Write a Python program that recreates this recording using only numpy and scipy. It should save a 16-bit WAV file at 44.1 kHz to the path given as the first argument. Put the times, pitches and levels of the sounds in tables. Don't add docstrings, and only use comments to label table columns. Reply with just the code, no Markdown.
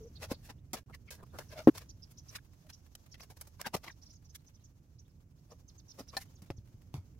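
import sys
import numpy as np
from scipy import signal
from scipy.fft import rfft, irfft, next_fast_len
from scipy.io import wavfile
from scipy.ndimage import uniform_filter1d

SR = 44100
rng = np.random.default_rng(int(sys.argv[2]) if len(sys.argv) > 2 else 0)


def pcm_store(signal):
    levels = np.round(np.clip(np.atleast_2d(signal), -1, 1) * 32767)
    wavfile.write(sys.argv[1], SR, levels.astype(np.int16).T)


N = 317079
TIME_S = np.arange(N) / SR

# (frequency [Hz], gain [dB])
RUMBLE_EQ = [(15, -40.5), (25, -11), (87, -1), (158, -8.5), (197, -15.5), (282, -18.5), (413, -27.5),
             (580, -33), (902, -44), (3000, -48.5), (3900, -75.5), (6600, -120)]
# (time [s], level [dB], pan L-R [dB])
RUMBLE_LEVELS = [(0, -52, -0.5), (1.002, -56.5, -5.5), (1.898, -54.5, -2), (2.5, -59.5, -6),
                 (5.0, -59.5, -4), (7.19, -55.5, -4)]
# (time [s], level [dB])
AIR_LEVELS = [(0.0, -73), (0.26, -70.5), (0.72, -82), (1.68, -70), (1.94, -74.5), (3.04, -73), (3.56, -72),
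              (5.25, -81.5), (5.93, -70.5), (7.19, -78.5)]
# (frequency [Hz], gain [dB])
AIR_EQ = [(900, 8.5), (2000, -1.5), (4000, -.5), (6300, 6), (8500, -8), (13000, -1.5), (16000, -6)]
FLUTTER_EQ = [(15, 5.5), (60, -23.5), (300, -74)]
HISS_EQ = [(3000, -9.5), (7500, 2.5), (10000, -4.5), (15500, 1.5)]
CRUNCH_EQ = [(100, -4), (600, -16), (1600, -22.5), (3000, -36), (8000, -49.5), (16000, -43.5)]
# (time [s], length [s], pitch [Hz], level [dB])
DOVE_HOOTS = [(0, 0.086, 447.5, -50), (1.523, 0.025, 617, -50.5), (1.554, 0.071, 632.5, -48.5),
              (2.643, 0.043, 612, -67)]
# (start [s], count, period [s], pitch [Hz], crest position [0-1], level [dB])
SPARROW_PHRASES = [(.038, 2, .04, 6300, 0.4, -70), (0.165, 2, .178, 4450, .4, -59),
                   (1.495, 2, .15, 5700, 0.44, -66.5), (1.9, 2, .134, 5600, 0.4, -56.5),
                   (2.186, 2, .108, 5830, 0.54, -55.5), (2.738, 1, 0, 5550, 0.52, -57),
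                   (3.125, 2, .092, 5610, 0.33, -58), (3.915, 1, 0, 5550, 0.37, -62.5),
                   (4.029, 3, .039, 5580, 0.48, -61.5), (4.135, 2, .026, 6280, 0.37, -66),
                   (4.257, 2, .295, 5990, 0.52, -68.5), (4.302, 3, .174, 6270, .45, -65),
                   (4.996, 2, .52, 5830, 0.64, -64.5), (5.691, 3, .1005, 6120, 0.2, -62.5),
                   (5.91, 3, .091, 5640, 0.31, -56.5), (6.362, 2, .215, 6280, 0.18, -69)]
# (peak time [s], half length [s], wall resonance [Hz], level [dB])
BUCKET_SCUFFS = [(0.902, .012, 1300, -55.5), (1.2, 0.018, 1580, -60), (1.234, 0.0078, 1110, -50),
                 (1.355, .018, 1380, -50.5), (1.412, .015, 1670, -52.5)]
# (time [s], pitch [Hz], t60 [s], contact [s], level [dB])
GROUND_THUDS = [(.3164, 272, 0.023, 0.00031, -21.5), (.752, 474, 0.014, 0.00045, -37),
                (6.003, 262, 0.05, 0.0017, -36.5), (6.421, 179, 0.035, .004, -35.5),
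                (6.5025, 340, 0.017, .0003, -27), (6.507, 104, .04, 0.0023, -26.5),
                (6.582, 102, 0.057, 0.0041, -30), (6.743, 110, 0.047, 0.0054, -31.5),
                (6.9419, 133, 0.079, 0.0035, -26), (6.975, 91.7, 0.15, 0.006, -32.5)]
# (time [s], contact [s], level [dB])
STONE_CLINKS = [(6.1684, 0.0046, -33), (6.212, .0091, -68)]
# (frequency [Hz], t60 [s], level [dB])
BLADE_MODES = [(778, 0.045, 0), (1020, 0.047, -12), (1790, .05, -6), (2008, .06, -15), (4216, 0.026, 1),
               (4700, 0.02, -5), (5040, 0.021, -2.5)]
# (peak time [s], half length [s], pitch [Hz], level [dB])
EDGE_SKIDS = [(.944, 0.011, 2000, -53.5), (1.089, 0.0098, 2290, -57.5), (2.358, .012, 1884, -53.5),
              (2.387, .005, 1620, -55), (3.201, 0.0034, 2050, -55.5), (3.306, .007, 950, -63),
              (3.601, 0.0051, 1080, -52.5), (3.663, 0.013, 1542, -41), (3.744, 0.0073, 2765, -44),
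              (3.882, 0.0046, 2140, -45), (3.903, 0.0074, 1757, -51), (6.142, 0.01, 1050, -53.5),
              (6.222, 0.015, 2054, -61)]
# (pitch ratio, level [dB])
SKID_MODES = [(.56, -11), (0.998, 1), (1.358, -8), (2.1, -11)]
# (time [s], push half length [s], level [dB])
BUCKET_KNOCKS = [(1.6733, .00022, -5.3), (1.682, .00044, -11.9), (1.68604, .00062, -11.4)]
# (frequency [Hz], t60 [s], level [dB])
BUCKET_MODES = [(270, .14, -10), (311, .14, -3), (406, .08, -5), (518, .14, -11), (696, .017, -11.5),
                (1002, .13, -30), (1580, .13, -30)]
# (peak time [s], length [s], level [dB], body [dB], hiss [dB])
SAND_STROKES = [(0.236, 0.033, -47.5, 2, -9.5), (0.317, 0.027, -48, 7.5, -6), (0.458, 0.048, -66.5, -4, -2),
                (0.504, 0.022, -53, 7, -12), (0.772, 0.037, -54.5, 0, -10), (0.948, 0.018, -60, -6, -5.5),
                (1.402, 0.061, -66, -6, -1.5), (1.526, 0.035, -57, 0.5, -12),
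                (1.59, 0.041, -51, 5.5, -14.5), (1.757, 0.019, -55, 2.5, -6.5),
                (1.781, 0.02, -51.5, -3.5, -3), (1.817, .032, -61.5, -1, -10), (2.116, 0.018, -74, -12, 7),
                (2.333, 0.066, -66.5, 1, -3.5), (2.361, 0.016, -46.5, -7.5, -5.5),
                (2.702, 0.014, -55, -6.5, -8.5), (3.206, 0.0089, -55, 2, -11), (3.234, 0.022, -61.5, 2, -4),
                (3.374, 0.013, -65, 3.5, -2), (3.612, 0.024, -54, 0, -10), (3.669, .02, -41.5, 5, -10),
                (3.748, 0.015, -41, 14, -4.5), (3.844, 0.017, -52.5, 1, -11), (3.877, 0.034, -54, 3.5, -14),
                (4.356, 0.013, -56, -14.5, 1), (5.521, 0.031, -69, 17.5, -16),
                (5.999, 0.029, -56.5, 11, -6), (6.147, 0.032, -59.5, 4.5, -13),
                (6.218, 0.025, -60.5, -11, 1)]
# (time [s], fall [s], level [dB], body [dB], hiss [dB])
SAND_JABS = [(.7345, 0.014, -44.5, 10.5, -1.5), (1.1061, 0.033, -54.5, -0.5, -1.5),
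             (1.387, 0.01, -48, 9, -7), (2.952, 0.0041, -51.5, -8, -3.5), (3.143, 0.011, -55, -8.5, -16),
             (3.302, 0.015, -62, 8, -2.5), (3.415, 0.0062, -54.5, 3, 5), (3.47, 0.015, -68.5, 6.5, 3),
             (3.765, 0.01, -49.5, 3, -4.5), (6.168, 0.014, -45.5, 0.5, -3), (6.42, 0.009, -66.5, 6.5, 0.5),
             (6.503, 0.012, -54.5, 9.5, -14), (6.941, 0.045, -62, 7.5, -9)]
# (time [s], level [dB], body [dB], hiss [dB])
SHARP_TICKS = [(0.733, -44, -12, 10.5), (3.4121, -49.5, 0, 10), (3.6151, -38.5, -8.5, 3.5),
               (6.5036, -41.5, -2, -41), (6.9417, -44, 14, -10)]
# (frequency [Hz], gain [dB])
SAND_BIAS_EQ = [(200, 1.2), (1300, 1.4), (4400, -0.84)]
# (time [s], pan L-R [dB])
SAND_PAN = [(.3, 0.5), (1.5, 0), (2.4, 1), (3.7, 0), (4.4, 0), (6.2, -1)]

LULL_START_S, LULL_END_S, LULL_DB = .833, .861, -54
FLUTTER_DB, STEADY_HISS_DB = 2.8, -86
CHIRP_S, CHIRP_SAG, CHIRP_RASP, CHIRP_OCTAVE_DB = .03, .85, .085, -23
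FLOCK_RANGE_HZ, FLOCK_DB = (3030, 5200), -83.5
SKID_WIDTH_RATIO, SKID_SAG_OCT_PER_S = .18, 5
SWARM_LEAD_S, JUDDER_DB = .12, 2
TOOL_HZ, BODY_DB_PER_OCT, RING_LOSS_DB_PER_DB = 1557, 36, .35
STROKE_RISE_RATIO, SPILL_RISE_RATIO, SPILL_FALL_RATIO = .48, 1.3, .84
SPILL_DB, SPILL_DB_PER_DB, STROKE_REF_DB = -74.5, .27, -50
JAB_RISE_S, TICK_RISE_S, TICK_FALL_S = .00079, .00048, .00017
YARD_DB, TOP_HZ = -27, 15900


def undb(db):
    return 10 ** (np.asarray(db) / 20)


def unit(x):
    return x / np.sqrt(np.mean(x ** 2) + 1e-30)


def seconds(length_s):
    return np.arange(int(length_s * SR)) / SR


def curve(points):
    return np.interp(TIME_S, *np.transpose(points))


def wander(size, window):
    return unit(uniform_filter1d(rng.standard_normal(size), size=window))


def add(out, at_s, x, pan_db=0):
    start = max(int(at_s * SR), 0)
    x = x[..., :N - start]
    out[:, start:start + x.shape[-1]] += x * undb([[pan_db / 2], [-pan_db / 2]])


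def colour(x, points):
    hz, db = np.transpose(points)
    bins_hz = np.maximum(np.fft.rfftfreq(x.shape[-1], 1 / SR), 1)
    return irfft(rfft(x) * undb(np.interp(np.log(bins_hz), np.log(hz), db)), x.shape[-1])


def spread(pair, wide_hz, least):
    bins_hz = np.fft.rfftfreq(pair.shape[-1], 1 / SR)
    width = np.clip(least + bins_hz / wide_hz, 0, 1)
    mid, side = rfft(pair)
    return irfft((mid + width * side * np.array([[1], [-1]])) / np.sqrt(1 + width ** 2), pair.shape[-1])


def grains(size, per_s, scatter_db):
    hit = rng.random(size) < per_s / SR
    strength = undb(scatter_db * np.minimum(rng.exponential(size=size), 5))
    return unit(hit * strength * rng.standard_normal((2, size)))


def ring(modes, length_s):
    t = seconds(length_s)
    return sum(undb(db - 60 * t / t60_s) * np.sin(2 * np.pi * hz * t) for hz, t60_s, db in modes)


def band(hz, width_hz):
    noise = rng.standard_normal((2, len(hz))) + 1j * rng.standard_normal((2, len(hz)))
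    wobble = signal.lfilter(*signal.butter(2, np.clip(width_hz / 2, 20, 4000), fs=SR), noise)
    carrier = np.exp(2j * np.pi * np.cumsum(hz) / SR)
    return unit(spread(np.real(wobble * carrier), wide_hz=5000, least=.12))


def town():
    rumble = unit(colour(spread(rng.standard_normal((2, N)), wide_hz=1517, least=.043), RUMBLE_EQ))
    at_s, *columns = np.transpose(RUMBLE_LEVELS)
    db, pan_db = (np.interp(TIME_S, at_s, column) for column in columns)
    rumble *= undb(db + np.array([pan_db, -pan_db]) / 2)
    flutter = unit(colour(rng.standard_normal(N), FLUTTER_EQ))
    air = unit(colour(rng.standard_normal((2, N)), AIR_EQ))
    air *= undb(curve(AIR_LEVELS) + FLUTTER_DB * flutter)
    hiss = undb(STEADY_HISS_DB) * unit(colour(rng.standard_normal((2, N)), HISS_EQ))
    lull = np.where((TIME_S > LULL_START_S) & (TIME_S < LULL_END_S), undb(LULL_DB), 1)
    return (rumble + air + hiss) * uniform_filter1d(lull, size=100)


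def dove():
    out = np.zeros((2, N))
    for at_s, length_s, hz, db in DOVE_HOOTS:
        size = int(length_s * SR)
        pitch_hz = hz * (1 + .05 * wander(size, window=200))
        hoot = signal.windows.tukey(size, .3) * np.sin(2 * np.pi * np.cumsum(pitch_hz) / SR)
        add(out, at_s, undb(db) * hoot)
    return out


def chirp(hz, crest):
    t = seconds(CHIRP_S)
    along = t / t[-1]
    trill = np.sin(2 * np.pi * (rng.uniform(90, 170) * t + rng.random()))
    rasp = wander(len(t), window=10)
    pitch_hz = hz * (1.04 - CHIRP_SAG * (along - crest) ** 2 + .045 * trill + CHIRP_RASP * rasp)
    phase = 2 * np.pi * np.cumsum(pitch_hz) / SR
    note = np.sin(np.pi * along) * (np.sin(phase) + undb(CHIRP_OCTAVE_DB) * np.sin(2 * phase))
    echo_s = seconds(.08)
    decay = np.exp(-echo_s / .003) + .07 * np.exp(-echo_s / .035)
    echoes = rng.standard_normal((2, len(echo_s))) * decay
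    heard = colour(signal.fftconvolve(note[None], echoes, axes=1), [(6700, 0), (8000, -12), (10500, 0)])
    return unit(heard) * np.sqrt(len(t) / heard.shape[1])


def sparrows():
    out = np.zeros((2, N))
    for start_s, count, period_s, hz, crest, db in SPARROW_PHRASES:
        for k in range(count):
            call = chirp(hz * rng.uniform(.94, 1.03), crest)
            add(out, start_s + k * period_s - CHIRP_S / 2, undb(db) * call, pan_db=-4)
    for when, pitch, crest in rng.random(size=(26, 3)):
        call = chirp(np.interp(pitch, [0, 1], FLOCK_RANGE_HZ), crest)
        add(out, when * TIME_S[-1], undb(FLOCK_DB) * call, pan_db=-7.5)
    return out


def crumbs():
    t = seconds(.08)
    falls = (rng.random(N) < 16 / SR) * rng.random(N)
    bursts = signal.fftconvolve(falls, t * np.exp(-t / .006))[:N]
    trickle = colour(grains(N, per_s=5000, scatter_db=2) * bursts, [(900, 0), (8000, -11)])
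    return unit(trickle) * undb(curve(AIR_LEVELS) - 5)


def scuffs():
    out = np.zeros((2, N))
    for at_s, half_s, hz, db in BUCKET_SCUFFS:
        t = seconds(6 * half_s) - 3 * half_s
        wall_eq = [(400, 0), (.74 * hz, -5), (hz, 0), (1.45 * hz, -22), (6000, -29)]
        rub = colour(grains(len(t), per_s=4000, scatter_db=2.5), wall_eq)
        rub = unit(spread(rub, wide_hz=3900, least=.27))
        add(out, at_s + t[0], undb(db) * rub * np.exp(-(t / half_s) ** 2))
    return out


def thuds():
    out = np.zeros((2, N))
    t = seconds(.25)
    for at_s, hz, t60_s, contact_s, db in GROUND_THUDS:
        bounce = ring([(hz, t60_s, 0), (hz * 1.94, t60_s * .46, -7)], length_s=.25)
        add(out, at_s, undb(db) * bounce * (1 - np.exp(-t / contact_s)))
    return out


def clinks():
    out = np.zeros((2, N))
    blade = ring(BLADE_MODES, length_s=.12)
    for at_s, contact_s, db in STONE_CLINKS:
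        t = seconds(4 * contact_s)
        force = grains(len(t), per_s=19000, scatter_db=3) * np.exp(-t / contact_s)
        force = 1.1 * force / np.sqrt(np.sum(force ** 2) / 2)
        force[:, 0] += 1
        add(out, at_s, undb(db) * signal.fftconvolve(force, blade[None], axes=1))
    return out


def skids():
    out = np.zeros((2, N))
    t = seconds(.1) - .05
    for at_s, half_s, hz, db in EDGE_SKIDS:
        pitch_hz = hz * 2 ** (-SKID_SAG_OCT_PER_S * t)
        song = sum(undb(mode_db) * band(ratio * pitch_hz, SKID_WIDTH_RATIO * ratio * hz)
                   for ratio, mode_db in SKID_MODES)
        add(out, at_s + t[0], undb(db) * unit(song) * np.exp(-(t / half_s) ** 2), pan_db=1.5)
    return out


def bucket():
    out = np.zeros((2, N))
    body = ring(BUCKET_MODES, length_s=.099)
    t = np.arange(len(body)) / SR
    for at_s, push_s, db in BUCKET_KNOCKS:
        force = np.exp(-(t / push_s - 3) ** 2)
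        add(out, at_s - 3 * push_s, undb(db) * signal.fftconvolve(body, force / force.sum()), pan_db=1.4)
    crunch = spread(grains(len(t), per_s=28000, scatter_db=3), wide_hz=4000, least=.91)
    add(out, BUCKET_KNOCKS[0][0], colour(crunch * np.exp(-t / .033), CRUNCH_EQ))
    choke = curve([(1.694, 1), (1.701, 0)])
    return choke * signal.sosfilt(signal.butter(2, 170, "high", fs=SR, output="sos"), out)


def swarm(rise_s, fall_s, body_db, hiss_db):
    t = np.arange(next_fast_len(int(2.3 * SWARM_LEAD_S * SR))) / SR - SWARM_LEAD_S
    pressure = np.exp(-np.abs(t / np.where(t < 0, rise_s, fall_s)) ** 1.5)
    judder = undb(JUDDER_DB * wander(len(t), window=150))
    grit = grains(len(t), per_s=16000, scatter_db=1.5) * pressure * judder
    grit = unit(grit) * np.sqrt(np.mean(pressure ** 2) * SR / 2000)
    tool_hz = TOOL_HZ * 2 ** (-body_db / BODY_DB_PER_OCT)
    blade = sum(gain * signal.lfilter(*signal.iirpeak(tool_hz * ratio, Q=9, fs=SR), grit)
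                for ratio, gain in [(.64, .494), (1.04, .51), (1.62, .5)])
    stroke = .69 * grit + undb(-RING_LOSS_DB_PER_DB * body_db) * blade
    wall_echo = .5 * np.roll(stroke, int(rng.uniform(.0008, .002) * SR), axis=1)
    body_eq = [(60, body_db - 18), (200, body_db - .5), (550, body_db + 3), (1050, .88 * body_db - 2.5)]
    rasp_eq = [(1500, -1.5), (3000, -4)]
    hiss_eq = [(5500, hiss_db / 2 + 2.5), (8200, hiss_db - 2.5), (12000, hiss_db), (16000, hiss_db - 6)]
    return colour(spread(stroke + wall_echo, wide_hz=3900, least=.1), body_eq + rasp_eq + hiss_eq)


def sand():
    out = np.zeros((2, N))
    for at_s, length_s, db, body_db, hiss_db in SAND_STROKES:
        rise_s = STROKE_RISE_RATIO * length_s
        stroke = swarm(rise_s, length_s - rise_s, body_db, hiss_db)
        spill = swarm(SPILL_RISE_RATIO * length_s, SPILL_FALL_RATIO * length_s, body_db=-3, hiss_db=-1)
        spill_db = SPILL_DB + SPILL_DB_PER_DB * (db - STROKE_REF_DB)
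        add(out, at_s - SWARM_LEAD_S, undb(db) * stroke + undb(spill_db) * spill)
    for at_s, fall_s, db, body_db, hiss_db in SAND_JABS:
        add(out, at_s - SWARM_LEAD_S, undb(db) * swarm(JAB_RISE_S, fall_s, body_db, hiss_db))
    for at_s, db, body_db, hiss_db in SHARP_TICKS:
        add(out, at_s - SWARM_LEAD_S, undb(db) * swarm(TICK_RISE_S, TICK_FALL_S, body_db, hiss_db))
    left = colour(out[0], SAND_BIAS_EQ)
    right = colour(out[1], [(hz, -db) for hz, db in SAND_BIAS_EQ])
    pan_db = curve(SAND_PAN)
    return np.array([left * undb(pan_db / 2), right * undb(-pan_db / 2)])


def scene():
    work = sand() + crumbs() + scuffs() + thuds() + clinks() + skids()
    t = seconds(.15)
    yard = rng.standard_normal((2, len(t))) * np.exp(-t / .03)
    reverb = signal.fftconvolve(work, yard / np.sqrt(np.sum(yard ** 2) / 2), axes=1)[:, :N]
    return work + undb(YARD_DB) * reverb + bucket() + sparrows() + dove() + town()


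def record(dry):
    return signal.sosfilt(signal.ellip(10, .2, 70, TOP_HZ, fs=SR, output="sos"), dry)


dry = scene()
out = record(dry)
pcm_store(out)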